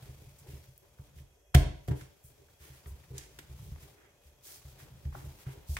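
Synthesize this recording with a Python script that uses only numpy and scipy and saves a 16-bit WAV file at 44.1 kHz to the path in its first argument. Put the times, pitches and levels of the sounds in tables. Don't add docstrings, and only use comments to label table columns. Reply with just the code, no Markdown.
import sys
import numpy as np
from scipy import signal
from scipy.fft import rfft, irfft, next_fast_len
from scipy.io import wavfile
from scipy.ndimage import uniform_filter1d

SR = 44100
rng = np.random.default_rng(int(sys.argv[2]) if len(sys.argv) > 2 else 0)


def bounce(signal):
    frames = np.transpose(np.atleast_2d(signal))
    limited = np.clip(frames, -1, 1)
    pcm = np.round(limited * 32767).astype(np.int16)
    wavfile.write(sys.argv[1], SR, pcm)


N = 255339

# (f/Hz, relative level/dB, free t60/s, build-up/ms)
DEEP_MODES = [(72.45, 2.5, 0.2, 12.8), (45.5, -10, 0.49, 40.2)]
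PANEL_MODES = [(132.35, 5, 0.21, 2.66), (111.3, -10.5, 0.29, 2.36), (173, -17, 0.36, 2.3)]
UPPER_MODES = [(294.6, -8, 0.37, 3.1), (370.6, 3.5, 0.12, 2.1), (429, 9.5, 0.07, 2.6),
               (588, -0.5, 0.12, 1.8), (639, -11, 0.42, 4.1), (717, 6, 0.085, 0.6), (860, 6.5, 0.074, 4.3),
               (236.7, -8.5, 0.093, 1.8), (343, -13.5, 0.468, 2.54), (501.3, -13.5, 0.25, 7.6),
               (956, -12, 0.323, 1.6)]
MODE_GROUPS = (DEEP_MODES, np.cos), (PANEL_MODES, np.sin), (UPPER_MODES, np.sin)
# (t/s, level/dB, panel offset/dB, upper offset/dB, share of the free t60)
PUSH_PULSES = [(.018, -46, 2.5, -37, 0.74), (.088, -39, -1, -22, 0.74), (0.182, -53, -9, -25, .6),
               (0.218, -48, -0.5, -6.5, 0.28), (.264, -51, 14, -33, .34), (0.408, -54, 6.5, -22, 0.97),
               (0.48, -41.5, 0, -19, 1), (0.531, -32.5, -8.5, -20.5, 0.54), (0.574, -49, -7, -6, 0.4),
               (0.681, -49.5, 5.5, -36, .65), (0.86, -64, 0, -22, 0.42), (0.991, -37, -3, -21, 0.49),
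               (1.16, -43.5, -3, -21, 1), (1.2, -38.5, -6.5, -23, 0.56), (1.5421, -33, 3, -1.5, .3),
               (1.547, -5.5, -8.5, -20.5, 0.75), (1.659, -31.5, -3, -7.5, 0.64),
               (1.7, -40, 2.5, -24.5, 0.74), (1.881, -31, 7, -2.5, 0.42), (1.907, -27, 6, -21, 0.63),
               (2.014, -46.5, 7.5, -38, 0.93), (2.24, -42, -12.5, -29, 0.56), (2.299, -50.5, -3, -9, 0.46),
               (2.389, -62.5, 10, -0.5, .97), (2.6, -46, -6.5, -34, 1), (2.696, -46, 1, -22, 1),
               (2.857, -33.5, -12, -27, 0.65), (2.903, -29, -26, -42, 0.47), (2.989, -60, -10, -27, 0.57),
               (3.102, -44, 6, -12, 0.92), (3.134, -39.5, 0, -17, 0.92), (3.173, -38, -7, -38, 0.48),
               (3.389, -47.5, -7, 5.5, 0.24), (3.491, -36.5, -8.5, -22, 0.95), (3.592, -42, 5.5, -44, 0.37),
               (3.619, -40, 0, -28, 0.69), (3.658, -39, -18, -39, 0.59), (3.714, -30, -7.5, -32, .58),
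               (3.821, -47, 0, -15, 0.58), (4.249, -46.5, -19, -54, 1), (4.646, -40, -6, -45, 1),
               (4.82, -53, 7.5, -10, 0.6), (4.924, -54, -6, -22, 1), (5.052, -25, -9.5, -62, 0.77),
               (5.157, -47, 5.5, 0.5, 1), (5.196, -43, -2, -10, 0.53), (5.239, -40, 3.5, -17, 0.83),
               (5.267, -36, -5.5, -33, 0.81), (5.463, -40.5, 10, -13, 0.97), (5.571, -40, -5, -16, 0.47),
               (5.689, -22, -27, -46, 0.82), (5.731, -37, -10, -15.5, 0.45)]
CONTACT_MS, HARDEN_MS_PER_DB = 2.11, 0.1344


def pushes():
    out = np.zeros((2, N))
    contact_shares = 1, 1, .3
    for start, db, panel_db, upper_db, t60_share in PUSH_PULSES:
        contact_ms = CONTACT_MS - HARDEN_MS_PER_DB * db
        for (modes, wave), offset_db, share in zip(MODE_GROUPS, (0, panel_db, upper_db), contact_shares):
            pulse = np.hanning(max(round(share * contact_ms * SR / 1000), 3) + 2)
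            response = modal_response(modes, t60_share, place=0.233, wave=wave)
            add(out, start, gain_of(db + offset_db) * signal.oaconvolve(response, pulse / pulse.sum()))
    return out


def modal_response(modes, t60_share, place, wave):
    t = np.arange(SR // 3) / SR
    response = np.zeros_like(t)
    for k, (hz, db, t60, build_ms) in enumerate(modes):
        envelope = gain_of(db - 60 * t / (t60 * t60_share)) * (1 - np.exp(-1000 * t / build_ms))
        response += np.cos(np.pi * k * place) * envelope * wave(2 * np.pi * hz * t)
    return response


# (t/s, level/dB)
KNEAD_PRESSURE = [(0.0, -56.5), (0.82, -70), (1.14, -60), (1.47, -86), (1.63, -43), (1.77, -54.5),
                  (2.23, -76), (2.55, -67.5), (2.85, -66.5), (3.45, -61.5), (3.69, -50), (3.85, -66),
                  (4.24, -76), (4.69, -63.5), (4.81, -59.5), (5.14, -51.5), (5.4, -64), (5.79, -63)]
# (t/s, duration/s, upper-mode level/dB, air-pocket level/dB)
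DOUGH_DRAGS = [(0.05, 0.071, -72, -67), (0.208, .05, -69, -64), (0.428, .18, -67, -63),
               (0.806, 0.062, -75, -71.5), (1.338, .1, -78, -78), (1.559, 0.13, -49.5, -47),
               (1.885, 0.1, -51, -49), (2.356, 0.093, -74.5, -66), (2.577, 0.22, -72, -73),
               (2.846, 0.058, -70, -63), (3.083, 0.14, -68, -60.5), (3.235, 0.12, -75.5, -68.5),
               (3.774, 0.39, -73.5, -72), (4.44, 0.14, -70.5, -74.5), (4.782, .14, -71.5, -73),
               (5.193, 0.1, -62.5, -69.5), (5.444, 0.19, -63.5, -68)]
KNEAD_DB, SLIP_DB, STEREO_SPREAD = (-6, -6.5, -25), (-25, -30.5, -39), (.25, .1, .7)
SLIP_T60_S = 0.34


def kneading():
    out, blows, t = np.zeros((2, N)), np.zeros(N), np.arange(N) / SR
    for start, db, *_ in PUSH_PULSES:
        add(blows, start, gain_of([db]))
    slipping = signal.lfilter([1], [1, -gain_of(-60 / (SLIP_T60_S * SR))], blows)
    pressure = gain_of(curves(KNEAD_PRESSURE)[0])
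    upper_drag, pocket_drag = sum(gain_of(levels)[:, None] * stroke(t - start, duration)
                                  for start, duration, *levels in DOUGH_DRAGS)
    drives = zip(MODE_GROUPS, KNEAD_DB, SLIP_DB, STEREO_SPREAD, (0, 0, upper_drag))
    for (modes, wave), knead_db, slip_db, spread, drag in drives:
        response = modal_response(modes, t60_share=0.33, place=0.89, wave=wave)
        mid, side = jerks(per_second=300)
        grains = unit_rms(np.array([mid + spread * side, mid - spread * side]))
        force = gain_of(knead_db) * pressure + gain_of(slip_db) * slipping + drag
        out += resonate(force * grains, response)
    return out + squishes(pocket_drag)


# (f/Hz, relative level/dB, t60/s, build-up/ms)
POCKET_MODES = [(397.3, 1, 0.082, 2.6), (434.6, -4.5, 0.06, 2.6)]


def squishes(drag):
    response = modal_response(POCKET_MODES, t60_share=1, place=0, wave=np.sin)
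    mid, side = jerks(per_second=250)
    grains = unit_rms(np.array([mid + .6 * side, mid - 0.67 * side]))
    return resonate(drag * grains, response)


# (t/s, level/dB, centre f/Hz, roll-off/(dB per octave), t60/s)
SLAP_BURSTS = [(.2937, -62, 8000, 19, .022), (0.386, -59, 7900, 25, .047), (.779, -47, 12600, 16, 0.0075),
               (.986, -64, 990, 22, 0.12), (1.1862, -62.5, 1920, 9, 0.06), (1.5445, -31, 900, 8.5, .03),
               (1.5478, -20, 2600, 3, 0.03), (1.8779, -51, 960, .5, .042), (1.8839, -46, 940, 1, 0.06),
               (1.9109, -51, 925, 5.5, 0.13), (2.011, -52, 1490, 5.5, 0.05), (2.486, -67, 1570, 19, 0.034),
               (2.8593, -55.5, 1120, 7, 0.046), (3.039, -62.5, 1970, 15, 0.021),
               (3.1811, -36, 6600, 11, 0.033), (3.3891, -43, 2780, 3, 0.043),
               (3.5912, -59.5, 950, 9, 0.035), (3.7614, -52.5, 865, 9, 0.01), (3.831, -54, 8480, -1, 0.042),
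               (4.799, -60, 1690, 5.5, 0.14), (5.0532, -60, 2070, 6, .03), (5.1258, -56, 1030, 18, .043),
               (5.1503, -41.5, 920, 19.5, 0.031), (5.467, -57, 1490, 25, .038),
               (5.7683, -33.5, 2060, 6, 0.03)]
SLAP_RISE_MS = 0.85


def slaps():
    out, hz = np.zeros((2, N)), np.fft.rfftfreq(4000, 1 / SR) + 30
    lead_s = .01
    t = np.arange(4000) / SR - lead_s
    for start, db, centre_hz, rolloff_db, t60 in SLAP_BURSTS:
        rise = np.exp(1000 * np.minimum(t, 0) / SLAP_RISE_MS)
        envelope = np.where(t < 0, rise, gain_of(-60 * t / t60))
        colour_db = -rolloff_db * abs(np.log2(hz / centre_hz))
        add(out, start - lead_s, gain_of(db) * envelope * burst(colour_db, pan_db=1.5))
    return out


# (t/s, duration/s, level/dB, lower f/Hz, upper f/Hz)
BRUSHES_AND_CRACK = [(.01, 0.11, -64.5, 1230, 15000), (0.381, 0.044, -62.5, 6030, 15100),
                     (0.457, .15, -61.5, 1740, 15100), (0.814, 0.069, -73, 503, 870),
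                     (0.984, .13, -71, 3000, 15000), (1.144, .095, -64.5, 2900, 15000),
                     (1.548, 0.0087, -28, 2000, 4200), (1.877, 0.049, -39, 172, 220),
                     (1.943, 0.14, -60, 1490, 12000), (2.226, 0.1, -60, 8200, 14800),
                     (2.586, 0.18, -59, 1100, 14600), (2.72, .11, -63.5, 1100, 14800),
                     (2.859, 0.066, -59, 8000, 15000), (3.136, 0.15, -58, 1760, 8850),
                     (3.54, 0.24, -64.5, 3280, 15000), (3.796, 0.081, -62, 2480, 15000),
                     (3.949, .2, -72.5, 1400, 1990), (4.211, 0.13, -69, 2440, 15100),
                     (4.422, 0.2, -51.5, 4470, 14900), (4.442, 0.17, -68.5, 700, 2490),
                     (4.621, 0.15, -63.5, 3970, 15100), (4.775, 0.097, -59.5, 1990, 15000),
                     (5.119, 0.15, -64, 700, 1500), (5.125, .14, -59.5, 2920, 15000),
                     (5.244, 0.047, -61, 3000, 15000), (5.392, 0.062, -60.5, 1000, 15000),
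                     (5.45, 0.12, -65, 500, 2530), (5.538, 0.067, -69, 1000, 15000),
                     (5.503, .051, -59.5, 3000, 14800), (5.665, 0.16, -51, 4600, 14800)]


def brushes_and_crack():
    size = 12000
    out, t, hz = np.zeros((2, N)), np.arange(size) / SR, np.fft.rfftfreq(size, 1 / SR) + 30
    for start, duration, db, low_hz, high_hz in BRUSHES_AND_CRACK:
        flicker_db = 1.5 * unit_rms(uniform_filter1d(rng.standard_normal(size), size=150))
        octaves_outside = np.maximum(np.log2(low_hz / hz), 0) + np.maximum(np.log2(hz / high_hz), 0)
        band = burst(-14 * octaves_outside, pan_db=0.3)
        add(out, start, gain_of(db + flicker_db) * stroke(t, duration) * band)
    return out


# (t/s, hiss level/dB, scuff level relative to hiss/dB)
SLIDE_LEVELS = [(0.0, -63, -1), (0.27, -64.5, -7), (0.44, -67, -2.5), (0.61, -63.5, -6), (0.79, -72, -9.5),
                (1.08, -72, 0.5), (1.35, -78, -1), (1.6, -88, -7), (1.77, -73, -11), (1.84, -71.5, -6),
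                (2.0, -71.5, -4), (2.42, -70, -4.5), (2.66, -70.5, -5.5), (2.8, -66, -4.5),
                (2.93, -66.5, -3), (3.71, -65, -4.5), (3.92, -64.5, -3.5), (4.06, -74.5, 0), (4.31, -76, 1),
                (4.48, -70, -3), (4.61, -66.5, -5.5), (4.66, -64, -3), (4.82, -68, 1), (5.1, -66.5, -4.5),
                (5.32, -61, -5.5), (5.79, -70.5, 2.5)]
# (f/Hz, relative spectral level/dB)
HISS_SPECTRUM = [(1470, -15.5), (2500, -3), (2900, -7.5), (3150, -6.5), (4070, -4), (4640, -1), (8050, -5),
                 (15900, -5)]
SCUFF_SPECTRUM = [(500, 6), (900, 3), (2000, -8), (4000, -2.5), (7000, -29.5)]


def sliding():
    hiss_db, scuff_db = curves(SLIDE_LEVELS)
    grip_db = 1.5 * unit_rms(uniform_filter1d(rng.standard_normal(N), size=500))
    ticks = gain_of(3.5 * np.minimum(rng.exponential(1, N), 3)) * (rng.random(N) < 40 / SR)
    sticky = 1 + .5 * signal.lfilter([1], [1, -np.exp(-1 / (0.00054 * SR))], ticks)
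    hiss = noise(HISS_SPECTRUM, patchy_db=0.51, lag_s=0.00042)
    scuff = gain_of(scuff_db) * noise(SCUFF_SPECTRUM, patchy_db=0.72, lag_s=0.000082)
    return (hiss + scuff) * sticky * gain_of(hiss_db + grip_db) * pan(db=2)


# (f/Hz, t60/s)
ROOM_T60 = [(100, 0.73), (260, 0.35), (700, 0.54), (1840, 0.5), (4850, 0.51), (12800, 0.25)]


def room(sound):
    taps = np.zeros((2, SR))
    arrivals = np.arange(160, SR - 20, 10) + rng.integers(0, 10, (2, (SR - 171) // 10))
    np.put_along_axis(taps, arrivals, rng.choice([-1., 1.], arrivals.shape), 1)
    hz, t, bands = signal.stft(taps, SR, nperseg=256)
    tail = signal.istft(bands * gain_of(-60 * t / read(ROOM_T60, hz)[:, None]), SR, nperseg=256)[1]
    tail = signal.lfilter(*signal.butter(4, 240, "high", fs=SR), tail)
    return signal.fftconvolve(sound, tail / np.linalg.norm(tail[0]), axes=1)[:, :N]


# (f/Hz, relative spectral level/dB)
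AIR_SPECTRUM = [(18, -40), (30, -7.5), (59, 7.5), (130, -10), (239, -51), (383, -6), (582, -12),
                (1250, -24), (2470, -27.5), (2810, -21.5), (4170, -36.5), (5860, -16), (9660, -25),
                (13200, -20.5), (15900, -62.5)]
# (f/Hz, half-width/Hz, level/dB)
APPLIANCE_TONES = [(577.6, 32, -79.5), (2510, 20, -87.5), (3302, 82, -85)]


def room_tone():
    air = gain_of(-70.5) * noise(AIR_SPECTRUM, patchy_db=1.5, lag_s=0, size=2048)
    hz = np.fft.rfftfreq(N, 1 / SR)
    white = rfft(rng.standard_normal((2, N)))
    return air + sum(gain_of(db) * unit_rms(irfft(white * np.exp(-((hz - centre) / width) ** 2), N))
                     for centre, width, db in APPLIANCE_TONES)


# (f/Hz, correlation coefficient)
COHERENCE = [(60, 1), (300, 0.68), (700, 0.88), (2000, 0.17), (15000, 0.08)]


def noise(spectrum, patchy_db, lag_s, size=512):
    frames, hz = 4 * N // size + 5, np.fft.rfftfreq(size, 1 / SR)
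    a, b, c, d, patches = rng.standard_normal((frames, len(hz), 5)).T
    patches = unit_rms(uniform_filter1d(uniform_filter1d(patches, size=8, axis=0), size=20, axis=1))
    coherence = read(COHERENCE, hz)[:, None]
    delay = np.exp(-2j * np.pi * hz * lag_s)[:, None]
    left = a + 1j * b
    right = coherence * delay * left + np.sqrt(1 - coherence ** 2) * (c + 1j * d)
    bands = np.array([left, right]) * gain_of(read(spectrum, hz)[:, None] + patchy_db * patches)
    return unit_rms(signal.istft(bands, nperseg=size, noverlap=3 * size // 4)[1][:, :N])


def burst(colour_db, pan_db):
    left, independent = rng.standard_normal((2, 2 * len(colour_db) - 2))
    right = 0.083 * np.roll(left, shift=9) + 1.08 * independent
    return unit_rms(irfft(rfft([left, right]) * gain_of(colour_db))) * pan(pan_db)


def jerks(per_second):
    return rng.standard_normal((2, N)) * (rng.random((2, N)) < per_second / SR)


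def resonate(force, response):
    return signal.oaconvolve(force, response[None] / np.linalg.norm(response))[:, :N]


def stroke(t, duration):
    return np.clip(t / (0.2 * duration), 0, 1) * np.clip((duration - t) / (0.47 * duration), 0, 1)


def pan(db):
    return gain_of(np.array([[.5], [-.5]]) * db)


def gain_of(db):
    return 10 ** (np.asarray(db) / 20)


def unit_rms(x):
    return x / np.sqrt(np.mean(x ** 2) + 1e-20)


def read(points, hz):
    f, value = np.transpose(points)
    return np.interp(np.log(hz + 1), np.log(f + 1), value)


def curves(rows):
    times, *columns = np.transpose(rows)
    return [np.interp(np.arange(N) / SR, times, column) for column in columns]


def add(mix, start_s, sound):
    part = mix[..., round(start_s * SR):][..., :sound.shape[-1]]
    part += sound[..., :part.shape[-1]]


def scene():
    direct = slaps() + brushes_and_crack() + pushes() + kneading()
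    return direct + gain_of(-8) * room(direct) + sliding() + room_tone()


# (f/Hz, level/dB)
MIC_RESPONSE = [(800, 1.99), (1200, 3), (1600, 5.5), (2100, 5.5), (2500, 2.5), (3200, 2.5), (4300, -1),
                (5700, 0), (7500, -0.1), (12000, 0.04)]
# (f/Hz, left minus right level/dB)
PORT_BALANCE = [(130, -.3), (300, 1.2), (700, 1.5), (1300, -.6), (4400, -2.5), (8100, -2), (13000, 4)]
BAND_LIMIT_HZ = 15850


def record(dry):
    size = next_fast_len(N + 4096)
    hz = np.fft.rfftfreq(size, 1 / SR)
    response = gain_of(read(MIC_RESPONSE, hz)) * pan(read(PORT_BALANCE, hz))
    coloured = irfft(rfft(dry, size) * response, size)[:, :N]
    thinned = signal.sosfilt(signal.butter(2, 33, "high", fs=SR, output="sos"), coloured)
    lowpass = signal.firwin(511, BAND_LIMIT_HZ, window=("kaiser", 9), fs=SR)
    return signal.oaconvolve(thinned, lowpass[None], "same")


dry = scene()
out = record(dry)
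bounce(out)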